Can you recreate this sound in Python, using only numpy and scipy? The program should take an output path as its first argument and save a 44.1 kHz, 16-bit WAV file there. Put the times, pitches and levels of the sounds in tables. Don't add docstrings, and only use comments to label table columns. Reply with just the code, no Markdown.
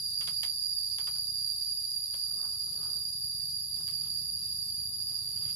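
import sys
import numpy as np
from scipy import signal
from scipy.fft import rfft, irfft
from scipy.io import wavfile
from scipy.ndimage import uniform_filter1d

SR = 44100
rng = np.random.default_rng(int(sys.argv[2]) if len(sys.argv) > 2 else 0)


def output_pcm(signal):
    pcm = np.clip(np.atleast_2d(signal).T, -1, 1) * 32767
    wavfile.write(sys.argv[1], SR, np.round(pcm).astype(np.int16))


def decibels_to_gain(level_db):
    exponent = np.asarray(level_db, float) / 20
    return 10 ** exponent


N = 244755
HZ = np.fft.rfftfreq(N, 1 / SR)
T = np.arange(N) / SR


def evened(x):
    return x / np.sqrt(np.mean(x ** 2, axis=-1, keepdims=True) + 1e-20)


def curves(rows):
    s, *columns = np.transpose(rows)
    return [np.interp(T, s, c) for c in columns]


def read(points):
    f, value = np.transpose(points)
    return np.interp(np.log(HZ + 1), np.log(f + 1), value)


def coloured(x, gain):
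    return irfft(rfft(x) * gain, N)


def sides(db):
    return decibels_to_gain(np.array([db / 2, -db / 2]))


def wander(shape, per_s):
    step = 64
    slow = rng.standard_normal(shape + (N // step + 2,))
    count = slow.shape[-1]
    lowpass = np.exp(-(np.fft.rfftfreq(count, step / SR) / per_s) ** 2)
    slow = evened(irfft(rfft(slow) * lowpass, count))
    index = np.arange(N) // step
    part = np.arange(N) % step / step
    return slow[..., index] * (1 - part) + slow[..., index + 1] * part


def modes(table):
    return sum(decibels_to_gain(db) / (1 + 2j * (HZ - hz) / width_hz) for hz, width_hz, db in table)


def woods(x, t60):
    t = T[:round(t60 * SR)]
    tail = rng.standard_normal((2, len(t))) * decibels_to_gain(-60 * t / t60)
    return signal.fftconvolve(x, tail / np.linalg.norm(tail[0]), axes=1)[:, :N]


def faded(rows, level_db):
    start, end = rows[0][0], rows[-1][0]
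    return decibels_to_gain(level_db) * np.interp(T, [start, start + 0.019, end - .03, end], [0, 1, 1, 0])


def arch(start, length, top, ends_db):
    points_s = [start, start + top * length, start + length]
    return faded([(start,), (start + length,)], np.interp(T, points_s, [ends_db, 0, ends_db]))


# f/Hz, relative level/dB per Hz
AIR_COLOUR = [(15, -52), (25, -72), (49, 0.5), (97, 0), (151, -29.5), (237, -13.5), (301, -36), (328, -14),
              (372, -17.5), (525, -23), (2460, -26.5), (2860, -26.5), (3320, -21.5), (3770, -41),
              (5200, -60), (8000, -44), (9000, -74)]
# f/Hz, correlation
AIR_SAME = [(60, 1), (140, 0.58), (330, 0.2), (770, 0.56), (1800, 0), (8000, 0.75)]
# f/Hz, left minus right/dB
AIR_SIDE = [(60, -8.5), (300, 2), (1200, 2), (2700, -4), (4200, -5), (5300, -10), (8500, -4)]
AIR_DB = -64.5


def air():
    left, other = rng.standard_normal((2, N)) * decibels_to_gain(0.5 * wander((1,), per_s=16))
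    same = np.clip(read(AIR_SAME), -1, 1)
    right = coloured(left, same) + coloured(other, np.sqrt(1 - same ** 2))
    pair = coloured(np.array([left, right]), decibels_to_gain(read(AIR_COLOUR)) * sides(read(AIR_SIDE)))
    return decibels_to_gain(AIR_DB) * pair / pair.std()


# f/Hz, relative level/dB
EXHAUST = [(21, -61), (35, -44), (54, -10.5), (96, -4), (141, -2.5), (174, -6.5), (222, -19.5), (313, -22),
           (500, -30.5), (650, -32.5), (1100, -120)]
# t/s, level/dB
RUMBLE = [(0, -57.5), (.7, -62.5), (1.6, -69), (2.8, -59.5), (3.4, -63.5), (3.95, -55), (4.6, -59.5),
          (5.25, -61.5), (5.55, -52.5)]
# t/s, firing rate/Hz, level before exhaust colour/dB
ENGINES = [
    [(0, 31.4, -64), (.7, 27.4, -75), (1.3, 31.6, -59), (2.2, 27.1, -66), (2.8, 24.5, -82),
     (3.3, 27.7, -71), (4.0, 25.9, -64), (4.6, 25.2, -59), (5.55, 30, -61)],
    [(2.2, 21, -75), (3.3, 20.4, -60), (3.9, 25, -66), (4.15, 22, -72), (4.4, 12.8, -85)],
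]


def engine():
    colour = read(EXHAUST)
    out = decibels_to_gain(curves(RUMBLE)[0]) * evened(coloured(rng.standard_normal(N), decibels_to_gain(colour)))
    for rows in ENGINES:
        firing_hz, db = curves(rows)
        turns = np.cumsum(firing_hz) / SR
        fading_db = 2.45 * wander((10,), per_s=1.0)
        orders = 0
        for k in range(2, 12):
            gain = decibels_to_gain(np.interp(k * firing_hz, HZ, colour) + fading_db[k - 2])
            orders = orders + gain * np.sin(2 * np.pi * k * turns)
        out += faded(rows, db) * orders
    return out * sides(2.85)[:, None]


# start t/s, length/s, first f/Hz, last f/Hz, level before echo/dB
NOTES = [(1.6, .22, 2900, 2900, -77), (3.92, .12, 2500, 2200, -71), (4.33, .2, 3200, 2620, -67)]
SETTLE_S, NOTE_RISE_SHARE, NOTE_ENDS_DB = .06, .3, -10


def bird():
    out = np.zeros(N)
    for start, length, first_hz, last_hz, db in NOTES:
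        hz = last_hz + (first_hz - last_hz) * np.exp(-np.maximum(T - start, 0) / SETTLE_S)
        rough = 1 + .042 * wander((), per_s=100)
        tone = np.sin(2 * np.pi * np.cumsum(hz * rough) / SR)
        out += decibels_to_gain(db) * arch(start, length, NOTE_RISE_SHARE, NOTE_ENDS_DB) * tone
    return woods(out * sides(-4)[:, None], t60=.12)


def lean():
    return sides(read([(500, 2.0), (1300, 0.5), (2500, -3), (4000, -14), (7000, 1), (9500, -10), (15000, 2)]))


DECK_LAG_SAMPLES = 6


def deck_pair(x):
    return coloured(np.array([x, np.roll(x, DECK_LAG_SAMPLES)]), lean())


# f/Hz, width/Hz, relative level/dB
BAMBOO = [(380, 70, -5), (520, 35, 1), (680, 120, -7), (900, 60, -2), (1060, 80, -5), (1220, 50, 0),
          (1330, 60, 0), (1460, 40, 0), (1650, 150, -6), (2150, 250, -4), (2750, 300, -3), (3150, 300, 0),
          (3450, 300, -3), (4100, 500, -4), (6400, 1800, -6)]
# start t/s, length/s, relative level at top/dB, high modes against low/dB
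SLIDES = [(1.085, .22, -74.5, -2), (2.178, 0.47, -63, -15), (2.59, .47, -61, -5.5),
          (3.743, 0.15, -69.5, -5), (3.787, .5, -72.5, 7), (4.202, 0.58, -75, 6), (4.647, 0.83, -73, 3),
          (5.244, 0.41, -69, 9)]
SLIDE_TOPS = (0.44, .58, 0.53)
SLIDE_SPLIT_HZ, SLIDE_MIDDLE_DB, SLIDE_ENDS_DB = (830, 1470), -1, -18


def scrape():
    grip = decibels_to_gain(2.34 * wander((3, 1), per_s=13.5))
    grains = (rng.random((3, 2, N)) < 900 / SR) * rng.standard_normal((3, 2, N)) * grip
    low, below = (1 / (1 + (HZ / hz) ** 6) for hz in SLIDE_SPLIT_HZ)
    bands = (low, below - low, 1 - below)
    groups = [evened(coloured(g, modes(BAMBOO) * band)) for g, band in zip(grains, bands)]
    rung = np.zeros((2, N))
    for start, length, db, bright_db in SLIDES:
        for group, top, group_db in zip(groups, SLIDE_TOPS, (0, SLIDE_MIDDLE_DB, bright_db)):
            rung += decibels_to_gain(db + group_db) * arch(start, length, top, SLIDE_ENDS_DB) * group
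    shared = 0.23 * deck_pair(rung[0])
    separate = 1.454 * rung[::-1] * sides(3.4)[:, None]
    return shared + separate


# t/s, relative level/dB, then bass, middle, treble against it/dB
TICKS = [(0.2089, -23.5, -11, -7, -26), (0.2745, -22.5, -8, -5, -30), (0.4324, -18.5, -10, -11.5, -10),
         (0.9844, -27, -3.5, -3.5, -30), (1.071, -26, -5.5, -3, -30), (1.155, -39.5, -7, 0, -16),
         (2.1396, -32, -1, -5.5, -24), (3.766, -40.5, -2, -10, -10), (3.8049, -45.5, -7, -5, -10),
         (3.878, -31, -13, -7, -2), (3.9104, -38.5, -9, -18, 1)]
SNAP_S, FIZZ_S, RATTLE_RISE_S, RATTLE_T60_S, FIZZ_HZ = 0.0012, .002, 0.0015, 0.16, 5200


def ticks():
    t, out = T[:SR // 4], np.zeros((2, N))
    decay = decibels_to_gain(-60 * t / RATTLE_T60_S)
    for s, db, bass_db, middle_db, treble_db in TICKS:
        at = round(s * SR)
        span = slice(at, at + len(t))
        snap, fizz, tails = np.zeros(N), np.zeros(N), np.zeros((3, N))
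        snap[span] = rng.standard_normal(len(t)) * np.exp(-t / SNAP_S)
        fizz[span] = rng.standard_normal(len(t)) * (np.exp(-t / FIZZ_S) + 0.088 * decay)
        for tail, share in zip(tails, (.22, .12, .12)):
            tail[span] = share * rng.standard_normal(len(t)) * decay * (1 - np.exp(-t / RATTLE_RISE_S))
        blow_db = read([(250, bass_db - 7), (400, bass_db), (700, bass_db),
                        (1000, middle_db + 4.5), (1500, middle_db + 3), (2000, 0.0047)])
        ring = (modes(BAMBOO) + 0.64) * decibels_to_gain(blow_db) / (1 + 1j * HZ / 6000) ** 2
        sharp = coloured(snap, ring / (1 + 1800 / (1j * HZ + 1)) ** 2)
        treble = decibels_to_gain(treble_db) / (1 + (FIZZ_HZ / (HZ + 1)) ** 4) / (1 + HZ / 9000)
        shared = sharp + coloured(tails[0], ring) + coloured(fizz, treble)
        out += decibels_to_gain(db) * (deck_pair(shared) + coloured(tails[1:], ring * lean()))
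    return out


# f/Hz, relative level/dB per Hz
SIZZLE_COLOUR = [(4470, -54), (7600, -21), (8220, -14), (9170, -4.5), (9600, -4), (9740, -2), (10400, 4),
                 (11200, 0.5), (13600, -22), (14800, -13), (15700, -49)]
# f/Hz, left minus right/dB
SIZZLE_TILT = [(7600, -18.5), (9000, 3.5), (10500, 9.5), (12500, 4.5), (15800, 1)]
# f/Hz, width/Hz, relative level/dB
SIZZLE_RIPPLE = [(8750, 40, -1), (9450, 32, 1), (9600, 32, -3), (10005, 38, -2), (10180, 38, -3),
                 (10545, 43, -3), (10993, 22, 1), (11095, 18, 0), (11170, 22, 1), (11343, 38, -3),
                 (11738, 22, -1), (11801, 18, -3), (11896, 32, -1), (12166, 54, -1)]
SIZZLE_DB, SIZZLE_SIDE_DB = -46, 14.5
THROB_HZ, THROB_DEPTH = 34.4, 0.55


def sizzle():
    throb = 1 + THROB_DEPTH * np.sin(2 * np.pi * (THROB_HZ * T + rng.random()))
    clicks = (rng.random((2, N)) < 9000 / SR) * rng.standard_normal((2, N)) * throb
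    ripple = 1 + 1.36 * abs(modes(SIZZLE_RIPPLE))
    colour = decibels_to_gain(read(SIZZLE_COLOUR)) * sides(read(SIZZLE_TILT)) * ripple * (HZ > 6000)
    phase = 40 * uniform_filter1d(rng.standard_normal((2, len(HZ))), 60)
    scatter = np.exp(1j * phase)
    return decibels_to_gain(SIZZLE_DB) * sides(SIZZLE_SIDE_DB)[:, None] * evened(coloured(clicks, colour * scatter))


# t/s, level/dB
WHINE = [(0, -34.5), (1.1, -34.5), (2.2, -35.5), (3.5, -36.5), (3.68, -38.5), (3.9, -35.5), (4.6, -37),
         (5.55, -36)]
# multiple, relative left level/dB, relative right level/dB
PARTIALS = [(3, -24, -19), (4, 12.5, -1.5), (5, 13.5, 1), (6, -74, -6.5), (7, -55, -6.5)]
# f/Hz, gain/dB
BODY = [(4000, -24.5), (4300, -7), (4500, -6), (4680, 4.5), (4860, 4), (5000, -10), (5150, -18.5),
        (5500, -20.5)]
# t of one droop/s, period/s, share of pitch
DROOP = (2.15, .63, .045)
SINGERS, CLICK_HZ = 14, 959
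WHINE_SIDE_DB = -7.5


def whine():
    at, period, share = DROOP
    droop = (np.arange(SINGERS) < 3)[:, None] * share * np.cos(np.pi * (T - at) / period) ** 4
    rate_hz = CLICK_HZ * (1 + .028 * wander((2, SINGERS), per_s=70) - droop)
    cycles = np.cumsum(rate_hz, axis=-1) / SR + rng.random((2, SINGERS, 1))
    turn = np.exp(2j * np.pi * cycles).astype(np.complex64)
    partial, out = turn * turn, 0
    for _, left_db, right_db in PARTIALS:
        partial = partial * turn
        out = out + decibels_to_gain(np.array([[left_db], [right_db]])) * partial.real.sum(axis=1)
    out = coloured(out, decibels_to_gain(read(BODY)))
    chorus = evened(out + .5 * woods(out, t60=.3))
    return decibels_to_gain(curves(WHINE)[0]) * sides(WHINE_SIDE_DB)[:, None] * chorus


def scene():
    return air() + engine() + bird() + scrape() + ticks() + sizzle() + whine()


def roll_off(x):
    return signal.sosfilt(signal.butter(12, 15820, fs=SR, output="sos"), x)


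# f/Hz, gain/dB
LEFT_GAP = [(5100, 0), (5250, -30), (7100, -30), (7800, 0)]
EDGE_HZ = 15760


def record(dry):
    gains = np.array([decibels_to_gain(read(LEFT_GAP)), np.ones(len(HZ))])
    heard = coloured(dry, gains * (HZ < EDGE_HZ))
    return roll_off(heard)


dry = scene()
out = record(dry)
output_pcm(out)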